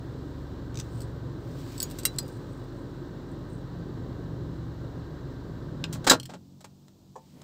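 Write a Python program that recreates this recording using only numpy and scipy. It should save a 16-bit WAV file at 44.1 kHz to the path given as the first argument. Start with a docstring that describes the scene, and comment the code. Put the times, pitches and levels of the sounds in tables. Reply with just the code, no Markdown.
"""Switching off a small car

A four-cylinder engine hums, rumbles and clatters through the cabin while another vehicle drones outside.
A sleeve brushes past, trim creaks, and the keys strike each other and ring. The ignition lock scrapes
round, its latch snaps loudly, and the engine coasts down. The keys swing, and a few light taps, a
hollow knock and a low handling rumble follow in the quiet cabin."""
import sys
import numpy as np
from scipy import signal
from scipy.fft import rfft, irfft
from scipy.io import wavfile

SR = 44100
rng = np.random.default_rng(int(sys.argv[2]) if len(sys.argv) > 2 else 0)


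def put_to_file(sound):
    """Save the sound as 16-bit audio at rate SR, in the file named by the first command-line argument."""
    columns = np.atleast_2d(sound).T  # one column per channel
    safe = np.clip(columns, -1, 1)
    whole_steps = np.round(safe * 32767)
    wavfile.write(sys.argv[1], SR, whole_steps.astype(np.int16))


N = 327792
TIME = np.arange(N) / SR

# decay of the padded cabin: freq_hz, t60_s
CABIN_DECAY = [(100, 0.25), (400, .115), (1500, 0.11), (5000, .07), (15000, .05)]
# muffled street wash: freq_hz, density_db
STREET_SPECTRUM = [(25, -19), (60, -8.5), (100, -4), (145, 0), (200, -8.5), (320, -10), (470, -16),
                   (1050, -24), (1400, -32), (2100, -38), (4000, -27.5), (8100, -32), (9500, -44),
                   (15500, -34.5)]
# the vehicle outside eases off and pulls away: time_s, firing_hz, level_db
PASSING_DRIVE = [(0, 44.83, -55.5), (3.25, 45.08, -53.5), (3.5, 44.1, -46.5), (4.25, 41.52, -42.5),
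                 (5.1, 38.6, -53), (5.95, 40.46, -43), (6.55, 46.65, -53.5), (6.9, 48.34, -60),
                 (7.43, 46.1, -57)]
# harmonics of its drone: firing_multiple, level_db
DRONE_ORDERS = [(2, -11), (3, -5), (4, -4.5), (5, -9), (6, -13), (7, -13.5), (8, -20.5)]

# harmonics of the idle: firing_multiple, level_db
IDLE_ORDERS = [(1, -71.5), (2, -48.5), (3.5, -61), (4, -55), (4.5, -55), (5.5, -58), (6, -49.5), (7, -54.5),
               (9, -58.5), (11, -52.5), (12, -54.5), (13, -56.5), (15, -54.5), (18, -62.5)]
# its third and fifth orders, which sit on cabin resonances: time_s, third_db, fifth_db
IDLE_BOOM = [(0, -46, -50), (.45, -43, -53), (.65, -44.5, -38.5), (1.15, -43, -39), (1.6, -53.5, -48.5),
             (3.0, -57.5, -52.5), (4.5, -43.5, -41), (6.1, -53, -48.5)]
# low rumble of the body panels: freq_hz, density_db
RUMBLE_SPECTRUM = [(30, -34), (55, -23), (85, -6.5), (110, 0), (135, 3), (170, -4.5), (215, -11), (260, -6),
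                   (330, -4), (400, -8.5), (450, -12), (570, -13), (700, -27.5), (1000, -65.5)]
# clatter and hiss through the bulkhead: freq_hz, density_db
CLATTER_SPECTRUM = [(300, 2), (700, 1.5), (1100, 1), (1400, -3), (1850, -5.5), (2100, -13), (2500, -18.5),
                    (3200, -14), (4000, -9.5), (5200, -20), (8300, -29.5), (9600, -42.5), (15000, -31)]
# bulkhead resonances: centre_hz, width_hz, boost_db
BULKHEAD_PEAKS = [(780, 24, 2.2), (970, 72, 3.3), (1070, 65, 2), (1270, 50, 2.8), (1563, 110, 3),
                  (2850, 130, 3), (3980, 100, 2), (5450, 180, 4), (7410, 150, 9.5)]

# sleeve strokes: peak_s, level_db, rise_s, fall_s
SLEEVE_STROKES = [(.3, -71, .6, .5), (.8, -60, .04, 0.096), (.99, -64, 0.069, .06),
                  (1.78, -53.5, 0.26, 0.43), (7.33, -68.5, 0.13, 0.29)]
# brushing cloth: freq_hz, density_db
CLOTH_SPECTRUM = [(600, -17), (2000, 2), (4500, 6), (6500, -0.5), (8200, 3), (9800, -13), (15000, -2.5)]
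# a low handling rumble swells as a phone is turned: peak_s, level_db, rise_s, fall_s
HANDLING_SWELLS = [(7.42, -50, .1, .2)]
# dull colour of that rumble: freq_hz, density_db
HANDLING_SPECTRUM = [(60, -25), (150, -0.5), (240, -1.5), (330, -14), (600, -17), (1100, -28), (2200, -33),
                     (4000, -44)]
# plastic trim creaking in short slips: start_s, level_db
TRIM_SLIPS = [(.744, -43), (.755, -37), (0.7729, -30.5), (.789, -33), (.798, -30), (.801, -28.5),
              (.81, -41)]
# colour of a slip: freq_hz, density_db
TRIM_SPECTRUM = [(900, -24), (2500, -2.5), (4000, -3.5), (6000, -0.5), (8000, -1), (10000, -24),
                 (15000, -20)]
# ring of the trim: pitch_hz, level_db, t60_s
TRIM_RING = [(3680, -7, 0.033), (5340, -7, 0.017), (6070, 2.5, 0.019)]

# a hollow knock and its rebound: start_s, level_db
PANEL_KNOCKS = [(7.156, -32.5), (7.176, -46)]
# colour of the knock: freq_hz, density_db
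PANEL_SPECTRUM = [(250, -23.5), (450, -3), (750, 5), (1100, -6), (1350, -22), (3000, -28), (5500, -27),
                  (7200, -17), (10000, -43), (15000, -34)]
# ring of the hollow panel: pitch_hz, level_db, t60_s
PANEL_RING = [(423.4, -7, 0.082), (519, -9.5, 0.12), (770, 3, 0.032), (891, -22, 0.28), (1010, -1.5, 0.052),
              (1740, -18, 0.054)]

# the hanging keys shiver in short spells: peak_s, level_db
KEY_SHIVERS = [(.98, -60), (2.32, -67), (2.55, -70), (2.8, -69), (3.32, -75), (3.53, -70)]
# their thin sizzle: freq_hz, density_db
SHIVER_SPECTRUM = [(4000, -29.5), (5800, -14), (6800, -17), (7700, 0), (8800, 1), (9500, -20), (15000, -24)]
# keys clinking: start_s, level_db, key_number
KEY_CLINKS = [(1.005, -42, 1), (1.017, -43, 4), (1.779, -36.5, 1), (1.802, -25.5, 1), (1.819, -32, 1),
              (1.828, -22.5, 2), (1.838, -37, 1), (1.91, -40, 3), (1.986, -34, 3), (1.997, -42, 3),
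              (2.033, -38.5, 1), (2.0524, -17, 3), (2.185, -23, 4), (6.199, -32, 5), (6.231, -38.5, 5),
              (6.255, -38, 5), (6.259, -39, 5)]
# bright attack of a clink: freq_hz, density_db
CLINK_SPECTRUM = [(400, -41.5), (1100, -3), (2500, -2.5), (4300, 2), (5300, 4), (6600, -3), (8100, 7.5),
                  (9700, -11.5), (12000, -7.5), (15000, -7)]
# how keys 1 to 5 take a blow: contact_t60_s, tilt_db_per_octave, ring_db
KEY_ATTACKS = [(.025, 3, 3.5), (.018, 4, -0.5), (0.047, 3.5, -5), (0.034, 2.5, 1), (0.019, 1, 2)]
# ring of each key: key_number, pitch_hz, level_db, t60_s
KEY_RING = [(1, 4500, -0.5, .02), (1, 5300, -3, 0.018), (1, 7850, 2.5, .022), (1, 8120, -1.5, 0.018),
            (1, 14500, -6.5, .012), (2, 4700, -2.5, .025), (2, 4200, -17, .025), (2, 6800, -5, 0.048),
            (2, 7950, -4, .025), (2, 10800, -5, 0.013), (2, 14900, 8, .012), (3, 1340, -4, 0.014),
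            (3, 2080, 0, 0.016), (3, 2770, -7.5, 0.057), (3, 3970, -3.5, 0.11), (3, 5500, -15, 0.034),
            (3, 5680, -12, 0.059), (3, 6510, -9.5, .035), (3, 8700, -3.5, 0.035), (3, 8700, 3.5, 0.036),
            (3, 11540, -1.5, 0.041), (3, 13900, -1, 0.034), (4, 4177, 1.5, 0.026), (4, 4880, -19.5, 0.2),
            (4, 7790, 4.5, .03), (4, 8040, -5, 0.025), (4, 9500, -3.5, 0.023), (4, 16000, -31, .035),
            (5, 2000, -18, 0.015), (5, 2900, -4, 0.017), (5, 3160, 4.5, 0.014), (5, 4280, -0.5, 0.026),
            (5, 7600, -17, .04)]

# the key pressed home: start_s, level_db, t60_s, tilt_db_per_octave, rise_s, ring_db
BARREL_PRESSES = [(5.8403, -20.5, 0.019, 0.5, 0.00041, -23.5)]
# click of the barrel: freq_hz, density_db
BARREL_SPECTRUM = [(400, -21), (1100, -13), (1650, 3), (2200, -9), (2700, 2), (3400, 0), (4000, -6),
                   (5200, -3.5), (6200, -20), (7800, -8), (9500, -31), (15000, -29)]
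# scrapes and taps on the lock and its plastic shroud: start_s, level_db, t60_s, tilt_db_per_octave
LOCK_SCRAPES = [(5.925, -32, 0.098, 2.5), (5.951, -36.5, .075, -5), (6.042, -32.5, 0.064, -1.5),
                (6.067, -16, .055, -1.5), (6.073, -11.5, 0.051, -3), (6.108, -8.5, 0.073, -1.5),
                (6.131, -19, .05, -2), (6.291, -37.5, 0.12, -4), (6.336, -34, 0.063, -4),
                (6.606, -45.5, 0.054, 0), (6.643, -36.5, 0.041, -1.5), (6.882, -47, .014, 0),
                (7.416, -41, .02, -1)]
# colour of the lock: freq_hz, density_db
LOCK_SPECTRUM = [(100, -16.5), (300, -4), (600, 3), (950, -1), (1600, -1.5), (2300, -8.5), (3000, -6),
                 (3850, -1.5), (5800, -5.5), (7700, -2.5), (9700, -15.5), (12000, -17.5), (15000, -15.5)]
# ring of the shroud: pitch_hz, level_db, t60_s
SHROUD_RING = [(286, -9, .16), (540, -8.5, 0.063), (690, -8.5, .08), (867, -7, .11), (1003, -2.5, .08),
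               (1140, -5, .09), (1392, -1, .085), (1600, -3.5, .08), (1700, -4.5, .08), (2840, -9.5, .06),
               (3200, -11.5, .07), (3800, -4, .07), (4060, -4, 0.077), (5080, -4.5, .07), (6800, -9, .06),
               (7600, -7, .06)]
# the sprung latch snaps home: start_s, level_db, t60_s, tilt_db_per_octave, rise_s, ring_db
LATCH_SNAPS = [(6.0972, -6.5, 0.048, 2.5, .002, -2)]
# ring of the latch: pitch_hz, level_db, t60_s
LATCH_RING = [(1696, -1, 0.064), (3660, -2, 0.031), (3940, 2, 0.059), (4980, -2, .055), (6880, -8.5, 0.054),
              (7100, -5, .04), (7500, -9.5, .06), (7800, -5.5, 0.029)]
# the steering column takes the blow: start_s, level_db
COLUMN_THUDS = [(6.072, -29.5), (6.109, -13.5)]
# the column's dull body: freq_hz, density_db
COLUMN_SPECTRUM = [(40, -24.5), (120, -13), (190, -7), (260, 3.5), (350, -4), (500, -3.5), (750, -10),
                   (1100, -8), (1400, -15.5), (2500, -37.5), (8000, -60.5)]


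def amp(db):
    """Decibels to gain."""
    return 10 ** (np.asarray(db) / 20)


def unit(x):
    """Scales to an rms of one."""
    return x / np.sqrt(np.mean(x ** 2) + 1e-20)


def curve(rows, column=1):
    """One column of a table as straight ramps over time."""
    columns = np.transpose(rows)
    return np.interp(TIME, columns[0], columns[column])


def at_hz(points, hz):
    """A table's value at hz, on straight lines over log frequency."""
    freqs, values = np.transpose(points)
    return np.interp(np.log(hz + 1), np.log(freqs), values)


def resonance(hz, centre_hz, width_hz, boost_db):
    """A bell-shaped boost, in dB over frequency."""
    return boost_db / (1 + (2 * (hz - centre_hz) / width_hz) ** 2)


def tone(cycles, db):
    """A sine of the given rms level that follows a count of cycles."""
    return np.sqrt(2) * amp(db) * np.sin(2 * np.pi * (cycles + rng.random()))


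def noise(spectrum, size=N, tilt=0, peaks=()):
    """Unit-rms coloured noise with resonant peaks, tilted in dB per octave above 300 Hz."""
    hz = np.fft.rfftfreq(size, 1 / SR)
    db = at_hz(spectrum, hz) + tilt * np.log2(np.maximum(hz, 300) / 300)
    db += sum(resonance(hz, *peak) for peak in peaks)
    return unit(irfft(amp(db) * np.exp(2j * np.pi * rng.random(len(hz))), size))


def wander(rate_hz):
    """Smooth random drift of unit rms, up to about rate_hz."""
    hz = np.fft.rfftfreq(N, 1 / SR)
    return unit(irfft(rfft(rng.standard_normal(N)) * np.exp(-(hz / rate_hz) ** 2), N))


def swells(rows):
    """Gain of soft movements: each builds smoothly to its peak and dies away."""
    return sum(amp(db) * np.exp(-np.where(TIME < peak, ((TIME - peak) / rise) ** 2, (TIME - peak) / fall))
               for peak, db, rise, fall in rows)


def hits(rows, spectrum, modes=(), size=16384, crackle_db=3, grain_s=.0008):
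    """Each contact is a brief burst of crackle that sets the object's modes ringing."""
    t, out = np.arange(size) / SR, np.zeros(N)
    for start_s, db, t60_s, tilt, rise_s, ring_db in rows:
        onset = 1 - np.exp(-t / rise_s)
        envelope = onset * amp(-60 * t / t60_s)
        # the parts chatter against each other while they touch
        chatter = amp(crackle_db * np.interp(t / grain_s, np.arange(size), rng.standard_normal(size)))
        burst = unit(noise(spectrum, size, tilt) * envelope * chatter) * np.sqrt(np.mean(envelope ** 2))
        ring = sum(amp(level - 60 * t / decay) * np.sin(2 * np.pi * (hz * t + rng.random()))
                   for hz, level, decay in modes)
        hit = amp(db) * (burst + amp(ring_db) * onset * ring)
        slot = out[round(start_s * SR):][:size]
        slot += hit[:len(slot)]
    return out


def cabin_reverb(x, size=16384, first_echo_s=.0027):
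    """The padded cabin gives a short tail whose treble dies first."""
    hz, t, bands = signal.stft(rng.standard_normal(size), SR, nperseg=256)
    decay = amp(-60 * t / at_hz(CABIN_DECAY, hz)[:, None])
    tail = signal.istft(bands * decay, SR, nperseg=256)[1]
    tail *= np.arange(len(tail)) > first_echo_s * SR
    return signal.fftconvolve(x, tail / np.linalg.norm(tail))[:N]


def street(waver_db=2.5, roughness=.3, wash_db=-59):
    """A vehicle outside eases off and pulls away again, over the muffled wash of the street."""
    firing_hz, level_db = curve(PASSING_DRIVE), curve(PASSING_DRIVE, column=2)
    firings = np.cumsum(firing_hz) / SR
    drone = np.zeros(N)
    for multiple, db in DRONE_ORDERS:
        # the air in the cabin favours this range
        boom_db = resonance(multiple * firing_hz, centre_hz=160, width_hz=36, boost_db=3.5)
        harmonic = tone(multiple * firings, level_db + db + boom_db + waver_db * wander(6.8))
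        drone += harmonic * (1 + roughness * wander(30))
    return drone + amp(wash_db) * noise(STREET_SPECTRUM)


def engine(firing_hz=23.12, hunt=.004, waver_db=1.65, pulley_hz=1560,
           cut_s=6.13, coast_s=1.0, idle_db=-1, fade_db_per_s=124):
    """Firings hum through the body, shake panels and pump the clatter; once cut, it all winds down."""
    since_cut = np.maximum(TIME - cut_s, 0)
    speed = np.maximum(1 - since_cut / coast_s, 0)
    firings = np.cumsum(firing_hz * speed * (1 + hunt * wander(3.09))) / SR  # two per turn of the crank
    hum = tone(3 * firings, curve(IDLE_BOOM)) + tone(5 * firings, curve(IDLE_BOOM, column=2))
    for multiple, db in IDLE_ORDERS:
        hum += tone(multiple * firings, db + waver_db * wander(5.7))
    # the panels are shaken twice a firing, the two shakes unequal in strength
    throb = np.cos(2 * np.pi * 2 * firings) + .37 * np.cos(2 * np.pi * firings)
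    rumble = unit(noise(RUMBLE_SPECTRUM) * (1 + .16 * throb) * amp(wander(13)))
    clatter = noise(CLATTER_SPECTRUM, peaks=BULKHEAD_PEAKS) * (1 + .051 * throb) * amp(.4 * wander(12))
    whine = tone(firings * pulley_hz / firing_hz, db=-67) * wander(49)  # a belt-driven pulley
    running = hum + whine + amp(-40) * rumble + amp(-51) * clatter
    return amp(idle_db - fade_db_per_s * since_cut) * running


def handling(grain_db=1.5, slip_t60_s=.012, tilt=1, rise_s=.0005, ring_db=-6):
    """A sleeve brushes past with a fine grain, a low handling rumble swells, and the trim creaks."""
    sleeve = swells(SLEEVE_STROKES) * unit(noise(CLOTH_SPECTRUM) * amp(grain_db * wander(120)))
    rumble = swells(HANDLING_SWELLS) * noise(HANDLING_SPECTRUM)
    slips = [(s, db, slip_t60_s, tilt, rise_s, ring_db) for s, db in TRIM_SLIPS]
    return sleeve + rumble + hits(slips, TRIM_SPECTRUM, TRIM_RING)


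def knocks(t60_s=.053, tilt=.5, rise_s=.007, ring_db=3):
    """A hollow panel is bumped: a soft attack and a boxy ring."""
    bumps = [(s, db, t60_s, tilt, rise_s, ring_db) for s, db in PANEL_KNOCKS]
    return hits(bumps, PANEL_SPECTRUM, PANEL_RING)


def jingle(count=7, from_s=1.7, to_s=2.36, level_db=-48, spread_db=1.5):
    """Faint chance contacts among the first four keys, as rows: start_s, level_db, key_number."""
    slot_s = (to_s - from_s) / count
    return [(from_s + slot_s * (k + when), level_db - spread_db * (2 * softness - 1), 1 + k % 4)
            for k, (when, softness) in enumerate(rng.random((count, 2)))]


def keys(rise_s=.00049, full_blow_db=-20.5, ring_growth=.3, flicker_db=6):
    """Keys of different sizes clink, lighter touches ringing less, and shiver as they hang."""
    spells = swells([(s, db, .053, .054) for s, db in KEY_SHIVERS])  # rise_s, fall_s
    out = spells * unit(noise(SHIVER_SPECTRUM) * amp(flicker_db * wander(70)))
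    contacts = list(KEY_CLINKS) + jingle()
    for key, (t60_s, tilt, ring_db) in enumerate(KEY_ATTACKS, 1):
        modes = [mode for owner, *mode in KEY_RING if owner == key]
        blows = [(s, db, t60_s, tilt, rise_s, ring_db + ring_growth * (db - full_blow_db))
                 for s, db, struck in contacts if struck == key]
        out += hits(blows, CLINK_SPECTRUM, modes)
    return out


def ignition(rise_share=.039, ring_db=-4.5, ring_growth=.52,
             thud_t60_s=.11, thud_tilt=.4, thud_rise_s=.006):
    """The key is pressed home, the lock scrapes round, its latch snaps, and the steering column thuds."""
    press = hits(BARREL_PRESSES, BARREL_SPECTRUM, SHROUD_RING)
    # longer scrapes start more softly, harder ones ring more
    scrapes = [(s, db, t60_s, tilt, rise_share * t60_s, ring_db + ring_growth * db)
               for s, db, t60_s, tilt in LOCK_SCRAPES]
    turn = hits(scrapes, LOCK_SPECTRUM, SHROUD_RING)
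    blows = [(s, db, thud_t60_s, thud_tilt, thud_rise_s, 0) for s, db in COLUMN_THUDS]
    thud = hits(blows, COLUMN_SPECTRUM, crackle_db=1)
    snap = hits(LATCH_SNAPS, LOCK_SPECTRUM, LATCH_RING)
    return press + turn + snap + thud


def scene(reverb_db=-10):
    """Close handling sounds and their reverb, over a bed of engine and street, in mono."""
    close = handling() + keys() + ignition() + knocks()
    bed = engine() + street()
    return (bed + close + amp(reverb_db) * cabin_reverb(close))[None]


def record(dry, cutoff_hz=15650):
    """Clips the peaks at full scale and cuts the very top of the treble."""
    lowpass = signal.firwin(401, cutoff_hz, window=("kaiser", 8), fs=SR)
    return signal.oaconvolve(np.clip(dry, -1, 1), lowpass[None], "same")


dry = scene()
out = record(dry)
put_to_file(out)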